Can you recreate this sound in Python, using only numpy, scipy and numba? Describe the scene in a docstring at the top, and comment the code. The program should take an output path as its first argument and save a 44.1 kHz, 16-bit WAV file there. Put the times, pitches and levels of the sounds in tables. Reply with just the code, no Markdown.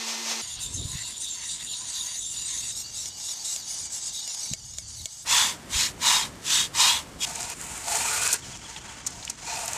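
"""Five close-miked workshop and yard passages follow one another in mono. A power sander on steel hums in
spindle orders and hisses; sandpaper rubs along a blade; a sanding block rubs and knocks on the same blade; fast
swipes run down a thin stick; slow pulls peel a green pole, with snapping bark fibres and at last a far bird.
Every rub by hand is friction noise, grit catching on a body whose modes ring. A yard hush lies underneath,
with light wind after the sander, and a few gusts bump the microphone."""
import sys
import numpy as np
from scipy import signal
from scipy.fft import rfft, irfft, next_fast_len
from scipy.io import wavfile
from scipy.ndimage import uniform_filter1d
from numba import njit

SR = 44100
rng = np.random.default_rng(int(sys.argv[2]) if len(sys.argv) > 2 else 0)


def waveform_to_disk(signal):
    """Save audio, clipped to [-1, 1], as 16-bit WAV at the path in sys.argv[1]."""
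    frames = np.transpose(np.atleast_2d(signal))
    scaled = np.clip(frames, -1, 1) * 32767
    samples = np.round(scaled).astype(np.int16)
    wavfile.write(sys.argv[1], SR, samples)


def ratio_of_db(decibels):
    """Turn decibels (scalar or array-like) into linear amplitude factors; 0 dB maps to 1."""
    return 10 ** (np.asarray(decibels, float) / 20)


N = 430857
SECONDS = np.arange(N) / SR


def rms_one(x):
    """Normalization: scales a signal to unit root mean square."""
    return x / np.sqrt(np.mean(x ** 2) + 1e-20)


def in_time(rows):
    """Linear interpolation: turns table columns into curves, sample by sample."""
    times_s, *columns = np.transpose(rows)
    return [np.interp(SECONDS, times_s, column) for column in columns]


# Passage boundaries: (time [s]); the last one ends the fifth passage
PASSAGES_S = [0, .416, 2.72, 5.247, 7.252, 9.8]


def passage(index):
    """Gating: one inside the passage, zero outside, with a 4 ms crossfade."""
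    inside = 1. * (SECONDS >= PASSAGES_S[index]) * (SECONDS < PASSAGES_S[index + 1])
    return uniform_filter1d(inside, size=176, mode="nearest")


def drift(rate_hz):
    """Low-passed randomness: slow chance of spread one, computed at every 40th sample."""
    r = np.exp(-80 * np.pi * rate_hz / SR)
    slow = signal.lfilter([1], [1, -2 * r, r * r], rng.standard_normal(N // 40 + 2002))[2000:]
    return np.interp(np.arange(N) / 40, np.arange(len(slow)), rms_one(slow))


def colour(x, spectrum):
    """Linear filtering: shapes a sound by a spectrum (Hz, dB), with gain one at 0 dB."""
    hz, level_db = np.transpose(spectrum)
    size = next_fast_len(N)
    grid_hz = np.maximum(np.arange(size // 2 + 1) * SR / size, 1)
    gain = ratio_of_db(np.interp(np.log(grid_hz), np.log(hz), level_db))
    return irfft(rfft(x, size) * gain, size)[:N]


def band(x, low_hz, high_hz, order=3):
    """Band limiting: a Butterworth band-pass."""
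    edges_hz = [low_hz, min(high_hz, .45 * SR)]
    return signal.sosfilt(signal.butter(order, edges_hz, "band", fs=SR, output="sos"), x)


def resonance(x, hz, width_hz):
    """Damped resonance: two poles, gain one on top."""
    r = np.exp(-np.pi * max(width_hz, 10) / SR)
    gain = (1 - r * r) / 2
    return signal.lfilter([gain, 0, -gain], [1, -2 * r * np.cos(2 * np.pi * hz / SR), r * r], x)


@njit
def gliding(x, cosine, r):
    """Time-varying resonance: two poles whose centre moves sample by sample."""
    out = np.zeros(len(x))
    for i in range(2, len(x)):
        drive = (1 - r * r) / 2 * (x[i] - x[i - 2])
        out[i] = drive + 2 * r * cosine[i] * out[i - 1] - r * r * out[i - 2]
    return out


def grit(per_s, spread_db, hiss, largest=6):
    """Friction as random impacts: catches of uneven size over a fine hiss."""
    sizes = ratio_of_db(spread_db * np.minimum(rng.exponential(1, N), largest)) * rng.choice([-1, 1], N)
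    catches = sizes * (rng.random(N) < per_s / SR)
    return rms_one(catches) + hiss * rng.standard_normal(N)


def swell(phase, crest_share):
    """Stroke kinematics: hand speed is zero at both ends of a stroke and one at the crest."""
    crest_share = np.clip(crest_share, .1, .9)
    rising, falling = phase / crest_share, (1 - phase) / (1 - crest_share)
    return np.sin(np.pi / 2 * np.clip(np.minimum(rising, falling), 0, 1))


def back_and_forth(rows, dulls, body_db, body_keeps, fast_hz, sag, turn_breadth=1.4):
    """Speed-dependent friction: strokes join at the turns, where slow grit sounds weaker, duller and lower.

    dulls: further dip of the sizzle per dB of effort dip; body_keeps: share of the dip the body escapes;
    fast_hz: pitch favoured at full speed; sag: its fall in octaves per dB of dip."""
    turn_s, turn_db, crest_db, sizzle_db, share = np.transpose(rows)
    k = np.clip(np.searchsorted(turn_s, SECONDS) - 1, 0, len(turn_s) - 2)
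    phase = (SECONDS - turn_s[k]) / (turn_s[k + 1] - turn_s[k])
    nearest_turn_db = np.minimum(turn_db[k + (phase > share[k])], 0)
    # a larger turn_breadth makes the hand linger at the turn
    dip_db = nearest_turn_db * (1 - swell(phase, share[k]) ** turn_breadth)
    crest_db, sizzle_db = uniform_filter1d([crest_db[k], sizzle_db[k]], size=900)
    effort_db = crest_db + dip_db
    favoured_hz = fast_hz * 2 ** (sag * dip_db)
    return effort_db, body_db - body_keeps * dip_db, sizzle_db + dulls * dip_db, favoured_hz


def blend(efforts_db, columns, rest_db):
    """Energy summation: stroke powers add over a resting touch; the strongest lends most of its colour."""
    power = ratio_of_db(np.maximum(efforts_db, -150)) ** 2
    total = power.sum(axis=0)
    effort_db = 10 * np.log10(total + ratio_of_db(rest_db) ** 2)
    return effort_db, *(np.transpose(columns) @ power / total)


def under_hand(fine, speed_db, lag_ms, sweep, share):
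    """Comb filtering: the hand throws back a fitful treble echo, its lag shorter at the height of a stroke."""
    swing_db = uniform_filter1d(speed_db, size=1800) - uniform_filter1d(speed_db, size=20000)
    lag = lag_ms * SR / 1000 * ratio_of_db(-sweep * swing_db + .5 * drift(9))
    treble = band(fine, 4500, 11000, order=1)
    echo = np.interp(np.arange(N) - lag, np.arange(N), treble)
    return fine + share * (1 + .5 * np.tanh(drift(5))) * echo


# Effort below which the contact is too light to ring the body fully, one row a passage: (level [dB])
BITE_DB = [0, -34, -40, -32, -36]


def rub(excitation, index, effort_db, bands, spectrum, modes, ring_db, wander_db, stutter_db,
        favoured_hz, favour_db, glide):
    """Source and resonator: grit drives a broad colour and modes that wander as the contact moves."""
    favour_octaves, least_damping = .4, .025
    sound = colour(excitation, spectrum)
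    light_db = np.minimum(effort_db - BITE_DB[index], 0)
    for k, (hz, width_hz, level_db) in enumerate(modes):
        r = np.exp(-np.pi * 1.5 * max(width_hz, least_damping * hz) / SR)
        w = 2 * np.pi * hz / SR
        cosine = np.cos(w) - np.sin(w) * w * glide * drift(5)   # first-order form of a small glide
        ringing = gliding(gliding(excitation, cosine, r), cosine, r)
        strength_db = level_db + ring_db + wander_db * np.tanh(drift(6.1)) + light_db
        # modes near the favoured pitch are driven hardest
        strength_db += favour_db * np.exp(-(np.log2(hz / favoured_hz) / favour_octaves) ** 2)
        sound = sound + (-1) ** k * ratio_of_db(strength_db) * ringing
    out = np.zeros(N)
    for low_hz, high_hz, share_db in bands:
        part = band(sound, low_hz, high_hz)
        # evened, so that the stroke alone sets the power
        evened = part / np.sqrt(uniform_filter1d(part ** 2, size=3500) + 1e-12)
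        out += evened * ratio_of_db(share_db)
    stick_slip_db = stutter_db * drift(42)
    return out * ratio_of_db(effort_db + stick_slip_db) * passage(index)


# Spindle orders: (multiple of the spindle rate [1], relative level [dB])
SPINDLE_ORDERS = [(1, 0), (2, -8), (4, -5), (8, -5), (9, -3), (11, -5), (12, -7), (15, -7), (18, -6),
                  (27, -2), (36, -10)]
# Colour of the pad's hiss: (frequency [Hz], relative density [dB per Hz])
PAD_COLOUR = [(150, -21), (250, -21), (282, -18), (347, -19), (897, -5.5), (1560, -11.5), (1990, -8.5),
              (6310, -2), (15500, -30.5)]


def sander():
    """Rotating machinery: spindle orders as tones, a casing rattle, and pad hiss pulsing once a turn."""
    spindle_hz, spindle_db = 227.54, -49
    rattle_hz, rattle_db, pad_db = 353, -55.5, -33
    turn = 2 * np.pi * np.cumsum(spindle_hz * (1 + 0.00064 * drift(2.4))) / SR
    tones = np.zeros(N)
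    for order, level_db in SPINDLE_ORDERS:
        tone = np.sqrt(2) * np.sin(order * turn + rng.uniform(0, 2 * np.pi))
        tones += ratio_of_db(spindle_db + level_db) * tone
    rattle = ratio_of_db(rattle_db) * rms_one(resonance(rng.standard_normal(N), rattle_hz, 8.3))
    hiss = rms_one(band(colour(grit(9900, 1.8, hiss=1.9), PAD_COLOUR), 140, 17000))
    pulsing = hiss * (1 + 0.075 * np.sin(turn))
    return (tones + rattle + ratio_of_db(pad_db + 1.9 * drift(8.4)) * pulsing) * passage(index=0)


# Turns of the hand and the strokes between them:
# (turn time [s], dip at the turn [dB, positive = none], crest effort [dB], sizzle re effort [dB],
#  share of the stroke before its crest [1, held within 0.1-0.9])
PAPER_STROKES = [(0.36, 3, -31.5, -11, 0.3), (0.47, -2, -32, -12.5, 0.52), (0.587, -7.5, -29.5, -7, 0.46),
                 (0.69, -6, -31.5, -12, 0.55), (0.82, -4.5, -33, -10, 0.43), (0.985, -2, -31.5, -14, 0.28),
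                 (1.05, -1.5, -32, -9, .4), (1.15, -6.5, -30.5, -10, .75), (1.27, -5, -30, -12, 0.16),
                 (1.405, -5, -30.5, -13.5, 0.56), (1.595, -7.5, -30.5, -10, 0.98),
                 (1.745, 3, -31.5, -14.5, 0.18), (1.86, -3.5, -31, -12, 0.44),
                 (2.105, -1, -30.5, -11.5, 0.35), (2.335, 0.5, -30.5, -11.5, .5),
                 (2.42, 1.5, -29.5, -13.5, 0.55), (2.58, 0.5, -30.5, -14, .6), (2.76, -6, -27, -12, 0.44)]
# Push strokes that set the blade's strong low mode singing: (time [s], level [dB])
PUSHES = [(.62, -38.5), (.82, -39.5), (1.06, -40.5), (1.27, -35), (1.51, -36), (1.73, -35.5), (1.98, -34.5),
          (2.14, -40), (2.25, -40), (2.38, -42.5), (2.5, -40), (2.62, -42)]
# The paper moves along the blade and the body weakens: (time [s], change of body level [dB])
PAPER_BODY_FADES = [(1.9, 0), (2.3, -3.5)]
# Broad colour of the rub: (frequency [Hz], relative density [dB per Hz])
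PAPER_COLOUR = [(380, -65), (650, -17), (2420, -24), (3850, -9), (5080, -14), (7080, -1), (15500, -33)]
# Modes of the raised blade: (frequency [Hz], nominal width [Hz], relative level [dB])
BLADE_RAISED = [(980, 110, -21), (1950, 240, -15), (2770, 200, -20), (3800, 280, 2), (4650, 250, -18),
                (6440, 260, -3), (7060, 260, -2), (8030, 220, -5), (8900, 250, -13), (9680, 240, -9),
                (10900, 300, -21), (11900, 350, -22)]


def sandpaper():
    """Friction-driven modes: quick short strokes of folded paper on the raised blade."""
    effort_db, body_db, sizzle_db, favoured_hz = back_and_forth(
        PAPER_STROKES, dulls=0.18, body_db=-13.5, body_keeps=1, fast_hz=8230, sag=0.14)
    fine = under_hand(grit(7000, 2.5, hiss=1.2), effort_db + sizzle_db, lag_ms=.9, sweep=.16, share=.45)
    push_half_s, push_rest_db = 0.058, -38.5
    singing = np.full(N, ratio_of_db(push_rest_db) ** 2)
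    for s, level_db in PUSHES:
        singing += ratio_of_db(level_db) ** 2 * np.maximum(1 - ((SECONDS - s) / push_half_s) ** 2, 0)
    bands = [(300, 3000, body_db + in_time(PAPER_BODY_FADES)[0]),
             (3000, 5200, 10 * np.log10(singing) - effort_db),   # the effort cancels in this band
             (5200, 9000, -1.5),
             (9000, 17000, sizzle_db)]
    return rub(fine, 1, effort_db, bands, PAPER_COLOUR, BLADE_RAISED, ring_db=6.5, wander_db=7,
               stutter_db=1.1, favoured_hz=favoured_hz, favour_db=1.5, glide=0.023)


# Turns of the hand and the strokes between them:
# (turn time [s], dip at the turn [dB, positive = none], crest effort [dB], sizzle re effort [dB],
#  share of the stroke before its crest [1, held within 0.1-0.9])
BLOCK_STROKES = [(2.66, 2, -33.5, -10, 0.42), (2.75, -4, -33, -7.5, 0.31), (2.87, -8, -32.5, -9, 0.74),
                 (3.115, -9.5, -32.5, -8.5, 0.64), (3.385, -6, -30.5, -7.5, 0.47),
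                 (3.63, -7.5, -32, -11, 0.8), (3.76, -3.5, -32.5, -12, 0.53), (3.89, -8, -32, -9.5, 0.56),
                 (4.0, -4.5, -32, -15, 0.55), (4.118, -5.5, -32, -12, 0.27), (4.24, -3, -33, -12, 0.64),
                 (4.365, -3, -32.5, -10.5, 0.33), (4.548, -2.5, -43, -11.5, .7), (4.72, 3, -41, -12, .4),
                 (4.855, -3.5, -40.5, -15, 0.63), (4.95, -1.5, -40, -6.5, 0.43), (5.08, -3, -41, -10, 0.36),
                 (5.23, -1, -45, 2, 0.45), (5.35, 1, -42, -12, .5)]
# Broad colour of the rub: (frequency [Hz], relative density [dB per Hz])
BLOCK_COLOUR = [(380, -21), (650, -9), (2550, -13), (3800, -6.5), (7080, 5), (12200, -34), (15500, -28)]
# Modes of the same blade resting on wood: (frequency [Hz], nominal width [Hz], relative level [dB])
BLADE_LAID = [(850, 240, -13), (2235, 31, -6.5), (2880, 94, -1), (3840, 200, 4), (4640, 320, -2.5),
              (7370, 980, -3), (8140, 250, -23), (9430, 970, -8.5), (12100, 900, -19)]


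def sanding_block():
    """Friction-driven modes: strokes of a block on the blade laid flat."""
    effort_db, body_db, sizzle_db, favoured_hz = back_and_forth(
        BLOCK_STROKES, dulls=0.49, body_db=-18.5, body_keeps=0.63, fast_hz=8300, sag=0.092)
    fine = under_hand(grit(9000, 2.5, hiss=1.2), effort_db + sizzle_db, lag_ms=.6, sweep=.22, share=.55)
    bands = [(300, 3000, body_db), (3000, 9000, 0), (9000, 17000, sizzle_db)]
    return rub(fine, 2, effort_db, bands, BLOCK_COLOUR, BLADE_LAID, ring_db=-1.5, wander_db=7.5,
               stutter_db=1.06, favoured_hz=favoured_hz, favour_db=9, glide=.018)


# Swipes, down and up in turn: (start time [s], length [s], crest effort [dB], body re effort [dB],
#  rasp at 1.7-3 kHz re effort [dB], sizzle re effort [dB])
SWIPES = [(5.225, 0.39, -19.5, -13, -6.5, -9.5), (5.657, .29, -22.5, -23, -7, -8.5),
          (5.972, 0.37, -19.5, -11, -6.5, -10), (6.391, 0.33, -20.5, -26, -9, -10.5),
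          (6.709, 0.37, -18, -12, -6.5, -10), (7.165, 0.2, -22.5, -26, -19, -10)]
# Share of a swipe before its crest, down then up: (share [1])
CREST_SHARES = [0.32, 0.52]
# Stick pitch favoured by the contact: (time [s], frequency [Hz])
GRIP_MOVES = [(5.3, 4270), (5.9, 4430), (6.0, 3840), (7.25, 3560)]
# Broad colour of the rub: (frequency [Hz], relative density [dB per Hz])
SWIPE_COLOUR = [(240, -58), (400, -15), (772, 2.5), (942, 12.5), (1540, -3.5), (3680, -14.5), (7210, -11.5),
                (15500, -39.5)]
# Modes of the stick: (frequency [Hz], nominal width [Hz], relative level [dB])
STICK = [(950, 190, 5), (2020, 52, 0), (2230, 550, 0.5), (2610, 120, 3), (2856, 59, -5), (3350, 73, -2.5),
         (3630, 140, -9.5), (4070, 210, -7.5), (4660, 40, -16), (5190, 100, -5), (6100, 120, -6),
         (6900, 160, 0), (7950, 190, -8)]


def swipes():
    """Load-dependent coupling: down strokes bite and sound the stick, return strokes mostly hiss."""
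    steepness, rest_db = 2.84, -53   # of the swell; light touch between swipes
    body_keeps, sizzle_keeps = 0.12, 0.16   # share of the fall below the crest that each escapes
    rows = np.array(SWIPES)
    each_db = []
    for k, (s, length_s, level_db) in enumerate(rows[:, :3]):
        speed = swell((SECONDS - s) / length_s, CREST_SHARES[k % 2])
        each_db.append(level_db + steepness * 20 * np.log10(speed + 1e-4))
    effort_db, crest_db, body_db, rasp_db, sizzle_db = blend(np.array(each_db), rows[:, 2:], rest_db)
    below_db = crest_db - effort_db
    kept_db = body_keeps * below_db
    catches = grit(3500, 3.2, hiss=1.0, largest=5)
    bands = [(300, 1700, body_db + kept_db),
             (1700, 3000, rasp_db + kept_db),
             (3000, 9000, 0),
             (9000, 17000, sizzle_db + sizzle_keeps * below_db)]
    return rub(catches, 3, effort_db, bands, SWIPE_COLOUR, STICK, ring_db=-6.5, wander_db=5.5,
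               stutter_db=0.36, favoured_hz=in_time(GRIP_MOVES)[0], favour_db=8.5, glide=0.013)


# The edge bites, holds and lets go (an end before its start gives a lower peak):
# (hold start time [s], hold end time [s], nominal effort [dB], body re effort [dB], sizzle re effort [dB])
PULLS = [(7.28, 7.525, -37.5, -4, -3), (7.62, 7.779, -41.5, -2.5, 1), (7.921, 8.343, -29, -3.5, -0.5),
         (8.336, 8.328, -30, -13, -14), (8.43, 8.556, -42.5, -5.5, -8.5), (8.624, 8.79, -44, -4, -8),
         (8.84, 9.002, -45.5, -1, -7.5), (9.085, 9.074, -44, -2, -14), (9.117, 9.314, -43, -5, -8.5),
         (9.46, 9.49, -43, -9, -5), (9.51, 9.534, -34, -2, -12), (9.54, 9.8, -36.5, -2, -2.5)]
# Pole pitch favoured by the cut: (time [s], frequency [Hz])
CUT_MOVES = [(7.9, 806), (8.0, 910), (8.15, 1270), (8.35, 1670), (8.45, 820)]
# Broad colour of the rub: (frequency [Hz], relative density [dB per Hz])
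PULL_COLOUR = [(180, -50), (300, -6.5), (907, -1.5), (1070, 3.5), (3280, 0.5), (7020, 9), (13100, -26.5),
               (15500, -25)]
# Modes of the pole: (frequency [Hz], nominal width [Hz], relative level [dB])
POLE = [(445, 40, -8), (700, 70, -1), (915, 80, -4), (1230, 70, -3), (1450, 45, -7), (1650, 45, -6),
        (2000, 60, -10), (2490, 120, 3), (4180, 140, -8), (4640, 120, -2)]


def pulls():
    """Fracture noise: the edge tears under the bark, larger catches crackle and small fibres snap at random.

    Between cuts the edge slides back lightly."""
    bite_db_per_s, let_go_db_per_s, rest_db = 126, 405, -54.5
    small_snaps_per_s, small_snap_db = 150, -14   # level re the sizzle of the pull
    snapping_db = -41   # lighter pulls than this hardly snap
    rows = np.array(PULLS)
    each_db = []
    for start_s, end_s, level_db in rows[:, :3]:
        bite_db = bite_db_per_s * np.maximum(start_s - SECONDS, 0)
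        let_go_db = let_go_db_per_s * np.maximum(SECONDS - end_s, 0)
        each_db.append(level_db - bite_db - let_go_db)
    effort_db, body_db, sizzle_db = blend(np.array(each_db), rows[:, 3:], rest_db)
    tearing = grit(2500, 2.8, hiss=1.9, largest=5)
    fibres = rms_one(band(grit(small_snaps_per_s, 4.0, hiss=0, largest=2.5), 4500, 13000, order=2))
    fibres_db = effort_db + sizzle_db + small_snap_db + np.minimum(effort_db - snapping_db, 0)
    crackle = fibres * ratio_of_db(fibres_db) * passage(index=4)
    bands = [(300, 3000, body_db), (3000, 9000, 0), (9000, 17000, sizzle_db)]
    return crackle + rub(tearing, 4, effort_db, bands, PULL_COLOUR, POLE, ring_db=8.5, wander_db=4.0,
                         stutter_db=1.44, favoured_hz=in_time(CUT_MOVES)[0], favour_db=10.5, glide=0.017)


# The block knocks on the blade: (time [s], relative level [dB])
KNOCKS = [(2.821, -31), (3.0574, -19), (3.562, -16), (3.8492, -30), (4.277, -17.5), (4.536, -11),
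          (4.785, -15.5), (5.0572, -13.5)]
# Short modes of the struck blade: (frequency [Hz], relative level [dB], decay time by 60 dB [s])
KNOCK_MODES = [(654, -5.5, 0.04), (2210, -6.5, 0.085), (3640, -5, .03), (7000, 17.5, 0.018),
               (7900, -16, .03)]


def knocks():
    """Impact response: a crack of a few ms and the short modes of the blade."""
    rows, clicks, ringing = np.array(KNOCKS), np.zeros(N), np.zeros(N)
    clicks[(rows[:, 0] * SR).astype(int)] = ratio_of_db(rows[:, 1])
    for hz, level_db, t60_s in KNOCK_MODES:
        r, w = ratio_of_db(-60 / (t60_s * SR)), 2 * np.pi * hz / SR
        blow = ratio_of_db(level_db - 25.0) * clicks + 1e-18
        ringing += signal.lfilter([0, np.sin(w)], [1, -2 * r * np.cos(w), r * r], blow)
    puff = signal.lfilter([1], [1, -ratio_of_db(-60 / (0.0077 * SR))], clicks + 1e-18)   # falls 60 dB in 7.7 ms
    crack = band(0.64 * puff * rng.standard_normal(N) + 2.1 * clicks, 2750, 7700, order=2)
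    return ringing + crack


# Bark fibres snap: (time [s], peak level [dB], pitch [Hz], rise time of the driving puff [s])
SNAPS = [(7.39, -30, 3500, 0.0011), (7.429, -19, 6500, 0.00074), (7.613, -20.5, 7100, 0.00085),
         (8.342, -10, 9000, 0.00043), (8.5644, -33, 5970, 0.00091), (8.572, -30, 6400, 0.00072),
         (9.104, -31, 7000, 0.0023), (9.466, -31, 6300, .001), (9.496, -24, 6040, .002),
         (9.548, -33, 8000, 0.00052), (9.56, -25, 5000, 0.0009), (7.3567, -17, 6700, 0.0012),
         (7.405, -21, 6800, 0.0018), (7.419, -20.5, 6860, 0.0016), (7.499, -21, 7700, 0.0017),
         (7.7772, -27, 7970, 0.0015), (8.232, -16, 7070, 0.0024), (8.276, -7, 7300, 0.00048),
         (8.317, -15, 8040, 0.00092), (8.326, -9, 7640, 0.0045), (8.761, -27, 2900, 0.0034),
         (9.063, -16, 6440, 0.0052), (9.067, -16.5, 6500, 0.0043), (9.224, -30.5, 3870, 0.0043),
         (9.249, -21, 6300, 0.0023), (9.276, -24, 2850, 0.002), (9.297, -18, 6500, 0.003),
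         (9.452, -31, 6270, 0.0021), (9.6565, -22, 8140, 0.0018), (9.678, -17, 6800, 0.0018),
         (9.732, -18, 6930, 0.0011)]


def snaps():
    """Transient excitation: each snap is a puff of noise around its own pitch that swells and dies."""
    out, t = np.zeros(N + 2000), np.arange(2000) / SR
    for s, level_db, hz, rise_s in SNAPS:
        shape = (t / rise_s) ** 2 * np.exp(-2 * t / rise_s)
        noise = rng.standard_normal(2000) * shape
        puff = resonance(resonance(noise, hz, 0.58 * hz), hz, .5 * hz)
        start = int(s * SR)
        out[start:start + 2000] += ratio_of_db(level_db) * puff / np.max(np.abs(puff))
    return out[:N]


# Gusts hit the microphone: (time [s], level [dB], frequency [Hz])
BUMPS = [(0.752, -28.5, 102), (0.797, -28, 85), (0.854, -26, 94), (0.954, -27, 126), (4.514, -27.5, 154),
         (4.528, -30, 127), (5.759, -26, 61.9)]


def bumps():
    """Low-frequency pressure pulse: a gust pushes the diaphragm through a cycle or two."""
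    out = np.zeros(N)
    for s, level_db, hz in BUMPS:
        envelope = np.exp(-((SECONDS - s - 0.2 / hz) * hz / 0.52) ** 2)
        out += ratio_of_db(level_db) * envelope * np.sin(2 * np.pi * hz * (SECONDS - s))
    return out


# Calls of a far bird: (time [s], level before echoes [dB])
BIRD = [(8.415, -45), (8.525, -43), (8.64, -43), (8.755, -45), (8.875, -47), (9.0, -54)]
# Arched pitch of one call: (time after its start [s], nominal frequency [Hz])
WHISTLE = [(0, 2950), (.012, 3450), (.022, 3200), (.04, 2750)]


def bird():
    """Frequency modulation and multipath: an arched whistle after a high tick, blurred by echoes off trees."""
    out, t = np.zeros(N), np.arange(round(WHISTLE[-1][0] * SR)) / SR
    pitch_hz = np.interp(t, *np.transpose(WHISTLE))
    tick = np.sin(2 * np.pi * np.cumsum(4300 + 30000 * t) / SR) * np.exp(-((t - .01) / .006) ** 2)
    for s, level_db in BIRD:
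        change = rng.normal(1, 0.0133)   # each call is pitched a little differently
        whistle = np.sin(2 * np.pi * np.cumsum(change * pitch_hz) / SR) * np.hanning(len(t)) ** .5
        start, early = int(s * SR), int((s - .02) * SR)
        out[start:start + len(t)] += ratio_of_db(level_db) * whistle
        out[early:early + len(t)] += .4 * ratio_of_db(level_db) * tick
    echoes = sum(.11 * np.roll(out, int(lag_s * SR)) for lag_s in rng.uniform(.01, .15, 40))
    return out + echoes


# Wind on the microphone: (time [s], mean level of the low band [dB], high band re low band [dB])
WIND = [(0.42, -54, -10), (0.52, -55.5, -16), (0.81, -43, -3), (0.94, -45.5, -15), (1.14, -61.5, 0),
        (3.05, -55, -5.5), (3.38, -66.5, 5), (3.96, -58, -3.5), (4.4, -67, 4), (4.51, -63, 8),
        (4.64, -55, -27), (5.03, -48, -19), (5.1, -65, -18), (5.31, -52.5, 1.5), (5.68, -56, 8),
        (5.73, -40.5, -5), (5.99, -53.5, 5), (9.77, -52.5, -2)]
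# Colour of the hush: (frequency [Hz], relative density [dB per Hz])
HUSH_COLOUR = [(150, -20), (300, -3), (600, 0), (1200, -3), (2500, -9), (5000, -16), (10000, -26),
               (15500, -36)]
# Hush, one row a passage: (level [dB])
HUSH_DB = [-68, -64.5, -70.5, -50, -78]


def outdoors():
    """Turbulence and diffuse background: lumpy wind after the sander, over a smooth distant hush."""
    low_db, high_db = in_time(WIND)
    lumps = ratio_of_db(low_db + 1.5 * drift(8.3))
    low = rms_one(band(rng.standard_normal(N), 42.0, 133.5, order=2))
    high = rms_one(band(rng.standard_normal(N), 63, 328, order=2))
    wind = lumps * (low + ratio_of_db(high_db) * high) * (1 - passage(index=0))
    hush_gain = sum(ratio_of_db(level_db) * passage(k) for k, level_db in enumerate(HUSH_DB))
    return wind + hush_gain * rms_one(colour(rng.standard_normal(N), HUSH_COLOUR))


def scene():
    """Superposition: all sources add, equal on both channels."""
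    rubs = sander() + sandpaper() + sanding_block() + swipes() + pulls()
    mono = rubs + knocks() + snaps() + bumps() + bird() + outdoors()
    return np.array([mono, mono])


def band_limit(x):
    """A steep low-pass at the top of the band."""
    return signal.sosfilt(signal.butter(12, 15810, fs=SR, output="sos"), x)


# Capsule colour: (frequency [Hz], gain [dB])
CAPSULE = [(9000, 0.5), (11000, -2.5), (13000, 3), (14500, 0.5), (16000, -4)]


def record(dry):
    """Microphone response and band limiting: one capsule on both channels, cut steeply below 16 kHz."""
    heard = colour(dry.mean(axis=0), CAPSULE)
    cut = signal.sosfilt(signal.cheby2(12, 60, 16000, fs=SR, output="sos"), heard)
    return band_limit(np.array([cut, cut]))


dry = scene()
out = record(dry)
waveform_to_disk(out)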